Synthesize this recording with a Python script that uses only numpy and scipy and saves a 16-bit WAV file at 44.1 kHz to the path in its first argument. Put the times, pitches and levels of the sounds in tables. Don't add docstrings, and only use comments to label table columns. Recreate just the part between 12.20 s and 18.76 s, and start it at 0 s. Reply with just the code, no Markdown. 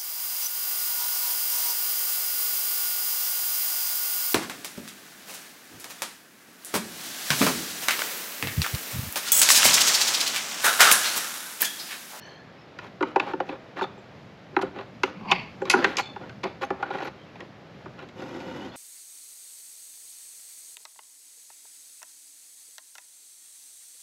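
import sys
import numpy as np
from scipy import signal
from scipy.fft import rfft, irfft, next_fast_len
from scipy.io import wavfile
from scipy.ndimage import uniform_filter1d, map_coordinates

SR = 44100
rng = np.random.default_rng(int(sys.argv[2]) if len(sys.argv) > 2 else 0)


def materialize(psi):
    bounded = np.clip(np.atleast_2d(psi).T, -1, 1)
    quanta = np.round(bounded * 32767).astype(np.int16)
    wavfile.write(sys.argv[1], SR, quanta)


def ratio(d):
    e = np.asarray(d, float) / 20
    return 10 ** e


N = 289296


def unit(x):
    return x / np.sqrt(np.mean(x ** 2) + 1e-20)


def along(points, hz):
    f, v = np.transpose(points)
    return np.interp(np.log(hz + 1), np.log(f + 1), v)


def gains(rows):
    s, *cols = np.transpose(rows)
    s = np.r_[s[0] - 0.012, s, s[-1] + 0.02]
    t = np.arange(N) / SR
    return np.array([np.interp(t, s, np.r_[0, ratio(c), 0]) for c in cols])


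def wobble(rate_hz):
    knots = rng.standard_normal(int(N * rate_hz / SR) + 4)
    return map_coordinates(knots, [np.arange(N) * rate_hz / SR])


def stroke(s, attack_s, hold_s, release_s):
    corners_s = np.cumsum([s, attack_s, hold_s, release_s])
    return np.interp(np.arange(N) / SR, corners_s, [0, 1, 1, 0]) ** 2


def filtered(x, response):
    m = next_fast_len(N + SR // 2)
    return irfft(rfft(x, m) * response(np.fft.rfftfreq(m, 1 / SR)), m)[..., :N]


def treble(x, hz):
    return signal.sosfilt(signal.butter(3, hz, "high", fs=SR, output="sos"), x)


def ring(modes, scatter_db, size=4500):
    hz, db, t60_s = np.transpose(modes)[:, :, None]
    sign = (-1) ** np.arange(len(modes))[:, None]
    t = np.arange(size) / SR
    strength_db = db + scatter_db * rng.standard_normal(hz.shape)
    build_up = 1 - np.exp(-t * hz / 1.26)
    decay = ratio(strength_db - 60 * t / t60_s) * build_up
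    return np.sum(sign * decay * np.sin(2 * np.pi * hz * t), axis=0)


# t/s, casing peak level/dB, board level/dB, casing f/Hz at the spot struck
KNOCKS = [(0.631, -37.5, -19, 805), (0.809, -21.5, 3.5, 875), (0.961, -9, -5.5, 882),
          (1.073, -28, -14, 850), (1.136, -21, 0, 873), (1.203, -15, -6.5, 750), (1.593, -23, -19, 1190),
          (1.612, -19.5, -5, 900), (1.625, -25.5, -2, 860), (1.641, -25.5, -8, 886),
          (1.777, -43.5, 2.5, 776), (2.366, -11, -5.5, 1403), (2.39, -21, -17, 940), (2.428, -21.5, 1, 746),
          (3.054, -32.5, -6, 1020), (3.419, -25, 6, 280), (3.539, -6.5, -7.5, 1430), (3.962, -27, -12, 820),
          (4.412, -32, -7.5, 535), (4.423, -28, -4.5, 534), (4.435, -25, -9, 985), (4.605, -35, -8, 800),
          (4.712, -27, -13, 1430), (4.85, -32, -8, 1460), (4.013, -36, -8, 756), (4.035, -37.5, -7, 900),
          (2.878, -33, -8, 940), (3.01, -38, -8, 1050), (4.255, -25, -8, 675), (4.505, -17, -2.5, 815),
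          (4.627, -17, -18, 1436), (4.705, -23.5, -6, 805), (4.804, -27, -8, 790),
          (4.809, -26.5, -12, 1430), (4.824, -31.5, 1, 814), (5.66, -33.5, -3, 700)]
# t/s, casing peak level/dB, board level/dB, hardness/dB, casing f/Hz at the spot struck
RAPS = [(0.589, -29, -12.5, -9, 1420), (0.827, -17, 0, -13, 900), (0.999, -16, -14, -10, 1020),
        (1.291, -29, 0, -12, 810), (2.588, -28.5, -11, -13, 1010), (2.835, -13, -4.5, -7, 1384),
        (3.115, -12, -13.5, -6, 1123), (3.12, -10.5, -19, -8, 1110), (3.455, -32.5, -14, -5, 1130),
        (3.5, -20.5, -23, 3.5, 1460), (3.513, -34.5, -15, 9.5, 1450), (3.645, -11.5, -13, -6, 1543),
        (3.771, -35.5, -1, 9.5, 1430), (3.785, -19.5, -29, -4, 1006), (4.096, -38, -5, -6.5, 1500),
        (4.234, -25, 0, -11, 1093), (4.24, -26.5, -8, -3.5, 1070), (4.751, -32, -26, -16, 790),
        (4.786, -34.5, -20, -7, 1910), (4.88, -39, 0, -9, 885), (5.157, -39, -21, -11, 710),
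        (5.206, -36, -15, -6, 1900), (5.792, -40, -16, -5.5, 1410), (5.889, -46.5, 1, -2, 716),
        (6.004, -43, -5, -5.5, 1430), (6.204, -44.5, -7, 0, 1430), (5.826, -43, -1, -7.5, 516)]
# f/Hz, level/dB, t60/s
BOARD = [(190.6, -21, 0.15), (264.5, -9.5, 0.085), (299, -2.5, 0.057), (378.7, 5.5, 0.073),
         (441, -6, 0.036), (529.4, -4.5, 0.082)]
CASING = [(662, -21.5, 0.053), (804.7, -1.5, 0.057), (967, 1.5, 0.023), (1089, -3.5, 0.038),
          (1222, -2.5, 0.021), (1430, -0.5, 0.024), (1747, -8.5, 0.024)]
EDGE = [(1875, -5.5, 0.036), (2009, -0.5, 0.029), (2150, -1.5, 0.03), (2390, 4, 0.02), (2710, 4, 0.016),
        (2981, -8, 0.04), (3230, -0.5, 0.016), (3538, -12, 0.025), (3864, -1.5, .018), (4380, -15, 0.017),
        (4620, -14, 0.023)]
WOOD_EDGE_DB, WOOD_TICK_DB = -19.5, -42
STEEL_TICK_DB, TICK_GROWS = -12, 1.8


def knocks():
    out, t = np.zeros(N + SR), np.arange(3000) / SR
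    blows = [(s, db, board_db, WOOD_EDGE_DB, WOOD_TICK_DB, hz) for s, db, board_db, hz in KNOCKS]
    for s, db, board_db, hard_db, hz in RAPS:
        blows.append((s, db, board_db, hard_db, STEEL_TICK_DB + TICK_GROWS * hard_db, hz))
    for s, db, board_db, edge_db, tick_db, spot_hz in sorted(blows):
        contact = rng.standard_normal(len(t)) * np.exp(-t / 0.0038) * (1 - np.exp(-t / 0.0006))
        contact[20] = 2.5
        casing = CASING + [(spot_hz, 7, 0.035)]
        parts = [signal.fftconvolve(contact, ring(p, scatter_db=2.0)) for p in (BOARD, casing, EDGE)]
        tick = treble(uniform_filter1d(contact, size=3, origin=1), hz=4360)
        parts.append(np.pad(tick, (0, len(parts[0]) - len(t))))
        levels_db = (board_db + 2.0, 1.5, edge_db + 7.5, tick_db + 20.5)
        start = round((s - 0.002) * SR)
        for part, rel_db in zip(parts, levels_db):
            out[start:][:len(part)] += ratio(db + rel_db) * part / np.abs(part).max()
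    return out[:N]


# f/Hz, level/dB, t60/s
CRANK = [(1860, 0, 0.062), (2093, 3, 0.063), (2557, 7, 0.13), (3000, -5.5, 0.11), (3510, 1.5, 0.14),
         (3680, -2, 0.13), (4340, -6.5, 0.23)]
SPINDLE = [(4850, 6, 0.07), (6310, -3, 0.11), (6880, -25, 0.05), (7400, -2, 0.14), (8350, -3, 0.1),
           (9400, -12, .1), (10060, -3, 0.11), (10200, -5, 0.2), (10500, -1, 0.078), (10970, -8, .1),
           (11700, -9, .12), (12600, -6, .08), (6530, -11, .15)]
# t/s, level/dB, f/Hz of the spot struck, answering width/octaves, t60 factor (1 = loosely held)
TAPS = [(.588, -37, 2560, .1, .25), (0.587, -43.5, 4850, .1, .45), (1, -25, 2600, .2, .2),
        (1.002, -32, 3900, .3, .15), (1.293, -39, 2560, .1, 0.2), (1.57, -30, 1880, .08, 1.2),
        (1.629, -30, 3800, 0.3, .3), (1.618, -32, 3950, 0.29, .2), (1.64, -29.5, 3700, .3, 0.28),
        (1.779, -51, 7900, .25, 1.1), (2.366, -10, 2054, 0.087, 0.18), (2.421, -34, 2980, .1, 1.0),
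        (2.42, -34.5, 8500, 0.58, 0.39), (1.603, -34, 3920, 0.3, 0.22), (3.116, -7, 3000, 0.32, 0.21),
        (3.418, -49, 7400, .4, 1.0), (3.499, -22, 2590, 0.072, 0.88), (3.499, -13.5, 9700, 1.1, 0.78),
        (3.644, -2.5, 1930, 0.15, 0.27), (3.769, -29.5, 7100, 0.96, 1.3), (3.79, -29, 4344, .06, 1.4),
        (3.83, -42, 3510, 0.05, 3.3), (3.79, -44, 2300, .2, 3), (3.79, -47, 4850, .06, 2.8),
        (3.79, -40, 6600, .08, 2), (4.448, -34, 6170, .1, 0.43), (4.432, -35, 2400, .15, .5),
        (4.44, -38, 11100, .2, 0.61), (4.825, -42, 6300, .1, .4), (4.845, -30, 11900, .08, 0.8)]
REACH_DB = -19.5


def handle():
    out = np.zeros(N + SR)
    for s, db, spot_hz, octaves, free in TAPS:
        modes = []
        for hz, mode_db, t60_s in CRANK + SPINDLE:
            reach_db = REACH_DB * (np.log2(hz / spot_hz) / octaves) ** 2
            modes.append((hz, db + mode_db + reach_db, t60_s * free))
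        out[round(s * SR):][:12000] += ring(modes, scatter_db=2.0, size=12000)
    return out[:N] * (0.8 + 0.6 * wobble(260))


def friction(parts, level, grit_db, lump_db):
    grit = rng.standard_normal(N) * ratio(grit_db * wobble(900) + lump_db * wobble(90))
    voices = [signal.fftconvolve(grit, ring(p, scatter_db=-1.0))[:N] for p in parts]
    hiss = filtered(treble(grit, hz=4200), lambda hz: ratio(-1.5 * np.log2(hz / 4000 + 0.1)))
    voices.append(hiss)
    return sum(g * unit(v) for g, v in zip(level, voices))


# t/s, length/s, casing level/dB, grit/dB
SCRAPES = [(0.599, 0.1, -48.5, 6.5), (0.84, 0.09, -50.5, 6.5), (1.004, 0.072, -42, 2),
           (1.062, 0.071, -36.5, 0.5), (1.25, 0.062, -50, 7), (1.281, 0.093, -41.5, -5.5),
           (1.559, 0.05, -35.5, 1.5), (1.613, 0.04, -37.5, 9), (0, 0.17, -55, 12), (2.323, 0.038, -53, -11),
           (2.411, 0.019, -33.5, 8), (2.423, 0.075, -43, -5), (2.543, 0.098, -42, -5),
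           (2.84, 0.07, -45.5, 6.5), (3.398, 0.043, -47, -5), (3.444, 0.06, -40, 1),
           (3.495, 0.045, -29.5, 16.5), (3.56, 0.13, -32.5, 0), (3.646, 0.13, -40.5, 6),
           (3.773, 0.043, -28.5, 13), (3.988, .1, -49, -11), (4.23, 0.055, -35, -7), (4.41, 0.05, -35, 7.5),
           (4.721, .06, -43.5, 1), (4.855, .045, -42.5, 0.5), (4.584, 0.13, -43, -5.5),
           (4.697, 0.08, -40, -2.5), (4.767, 0.08, -37.5, 2.5), (4.825, 0.066, -38, 3.5),
           (5.194, 0.046, -47.5, -11), (5.77, 0.084, -44.5, 0), (4.27, 0.059, -52, 0)]
SCRAPE_DB = [0.5, 0, -7.5, -15.5]
GRIT_SHARE = [-0.42, -0.024, 0.28, 1.03]


def scrapes():
    level = np.zeros((4, N))
    for s, length_s, db, grit_db in SCRAPES:
        u = np.arange(round(length_s * SR)) / (length_s * SR)
        swell = np.sin(np.pi * u) ** 0.77
        part_db = db + np.add(SCRAPE_DB, np.multiply(GRIT_SHARE, grit_db))
        level[:, round(s * SR):][:, :len(swell)] += ratio(part_db)[:, None] * swell
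    held = [[(hz, db * 0.6, t60_s * 0.69) for hz, db, t60_s in p] for p in (BOARD, CASING, EDGE)]
    return friction(held, level, grit_db=3.5, lump_db=1.7)


# t/s, rasp level/dB
DRAG = [
    (2.93, -58),
    (3.02, -56.5),
    (3.07, -54),
    (3.108, -32.5),
    (3.145, -34),
    (3.2, -37),
    (3.24, -47),
    (3.36, -68.5),
]
# f/Hz, level/dB, t60/s
RAIL = [
    [(188.6, 0, 0.066)],
    [(813, 7, 0.014), (1020, 3, 0.028), (1140, -1, 0.027), (1600, -19, .03)],
    [(2170, 0, 0.017), (2420, 1.5, 0.011), (2630, 2.5, 0.014), (3000, -7, 0.0093), (3300, -9, 0.011),
     (3860, -21, 0.0087), (4560, -3.5, 0.0077), (1780, -11, .015)],
]
DRAG_HISS_DB = -20
DRONE_S, DRONE_ATTACK_S, DRONE_HOLD_S, DRONE_RELEASE_S, DRONE_DB = 2.94, 0.053, 0.19, 0.033, -38
JAM_S, JAM_DB, JAM_RISE_DB_PER_S, JAM_FALL_DB_PER_S = 3.108, -31, 209, 159


def clamp():
    speed, = gains(DRAG)
    late_s = np.arange(N) / SR - JAM_S
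    shell = ratio(JAM_DB + np.minimum(JAM_RISE_DB_PER_S * late_s, -JAM_FALL_DB_PER_S * late_s))
    drone = ratio(DRONE_DB) * stroke(DRONE_S, DRONE_ATTACK_S, DRONE_HOLD_S, DRONE_RELEASE_S)
    level = [drone, shell, speed, ratio(DRAG_HISS_DB) * speed]
    return friction(RAIL, level, grit_db=2.5, lump_db=1)


# t/s, hold/s, weight level/dB, grit level/dB
PUSHES = [
    (3.5, 0.126, -32.5, -43.5),
    (5.928, 0.491, -41, -45),
    (6.498, .1, -50, -42),
]
PUSH_GRIT_DB = [3, -10, -6.5]
# f/Hz, level/dB, t60/s
BENCH = [
    [(210, -2.5, 0.029), (256, 0, 0.039), (354.6, 2.5, .035), (378, -2.5, 0.026)],
    [(519, 0, 0.09), (730, -1, 0.02), (910, 3.5, 0.017), (1130, -4.5, 0.014), (1430, 3, 0.02),
     (1920, -4.5, 0.017), (2935, -5, 0.022), (3700, -14.5, 0.026), (5670, -16, .015)],
]


def pushes():
    level = np.zeros((4, N))
    for s, hold_s, weight_db, grit_db in PUSHES:
        part_db = [weight_db, *np.add(grit_db, PUSH_GRIT_DB)]
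        level += ratio(part_db)[:, None] * stroke(s, 0.068, hold_s, 0.044)
    return friction(BENCH + [EDGE], level, grit_db=2.5, lump_db=1.7)


# t/s, length/s, first f/Hz, last f/Hz, level/dB
SQUEAKS = [(0, 0.14, 1730, 1725, -51.5), (0.125, 0.22, 1720, 1720, -57.5), (0, 0.19, 2970, 3200, -56),
           (0, 0.25, 4340, 4260, -58), (.01, 0.15, 5900, 6400, -62), (0, .08, 5300, 5900, -64),
           (0.132, .09, 6250, 6200, -69), (.375, 0.09, 5400, 5150, -67), (0.381, .06, 2500, 2610, -62),
           (.54, .04, 2150, 2250, -61), (4.976, 0.095, 3150, 3060, -62), (5.067, .07, 2670, 2600, -64),
           (6.396, 0.089, 2850, 3320, -54), (6.483, 0.074, 4250, 4250, -60),
           (6.518, .04, 3400, 3600, -54.5)]
SHIVER = 0.016


def squeaks():
    out, shiver, flutter = np.zeros(N), wobble(300), wobble(260)
    for s, length_s, hz0, hz1, db in SQUEAKS:
        u = np.arange(round(length_s * SR)) / (length_s * SR)
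        luck = rng.integers(N - SR) + np.arange(len(u))
        hz = hz0 + (hz1 - hz0) * u + SHIVER * hz0 * shiver[luck]
        phase = 2 * np.pi * np.cumsum(hz) / SR
        swell = np.sin(np.pi * u ** 0.5) ** 0.6
        tone = ratio(db + 2.5) * (0.8 + 0.9 * flutter[luck]) * swell * np.sin(phase)
        start = round(s * SR)
        out[start:][:len(u)] += tone[:N - start]
    return out


# f/Hz, t60/s
WALLS = [(150, 0.64), (500, 0.47), (1500, 0.43), (4000, 0.42), (10000, 0.13)]


def walls(x):
    out, step = np.zeros(N + SR), SR // 5
    x = x * (0.6 + 0.8 * wobble(400))
    for i in range(0, N, step):
        hz, t, z = signal.stft(rng.standard_normal(SR // 2), SR, nperseg=256)
        decay = ratio(-60 * t / along(WALLS, hz)[:, None])
        tail = signal.istft(z * decay, SR, nperseg=256)[1]
        wet = signal.fftconvolve(x[i:i + step], tail / np.linalg.norm(tail))
        start = i + 300
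        out[start:][:len(wet)] += wet[:len(out) - start]
    return out[:N]


# t/s, level/dB
HUM = [
    (0, -54.5),
    (1, -51),
    (1.6, -51.5),
    (2.75, -48.5),
    (3.4, -48),
    (4.2, -49),
    (5.2, -51),
    (6, -47.5),
    (6.56, -47.5),
]
# f/Hz, level per Hz/dB
RUMBLE = [(25, -45), (50, -19.5), (80, -8), (120, -1), (200, -2), (300, -9), (450, -37)]
# f/Hz, level per Hz/dB
AIR = [(150, -35.5), (300, -1.5), (600, -1), (1000, -8), (2000, -11), (4000, -20), (6300, -27.5),
       (13000, -31)]
AIR_DB = -50.5


def hum():
    def noise(shape):
        return unit(filtered(rng.standard_normal(N), lambda hz: ratio(along(shape, hz))))

    level, = gains(HUM)
    rumble = level * ratio(1.3 * wobble(9)) * noise(RUMBLE)
    air = ratio(AIR_DB) * ratio(0.6 * wobble(9)) * noise(AIR)
    return rumble + air


def scene():
    wood = knocks() + scrapes() + clamp() + pushes()
    bench = treble(wood, hz=145) + handle() + squeaks()
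    return (bench + ratio(-15) * walls(bench) + hum())[None]


def band_limit(x):
    return signal.sosfilt(signal.butter(12, 13730, fs=SR, output="sos"), x)


# f/Hz, level/dB
MIC = [(5000, 0), (7000, -7), (8000, -15.5), (8700, -22), (9150, -42), (9500, -22.5), (10500, -16),
       (12400, -15), (13000, -35.5), (13700, -24)]


def record(dry):
    limited = dry / (1 + np.abs(dry / 0.9) ** 4) ** 0.25
    mix = filtered(limited, lambda hz: ratio(along(MIC, hz)))
    return band_limit(mix)


dry = scene()
out = record(dry)
materialize(out)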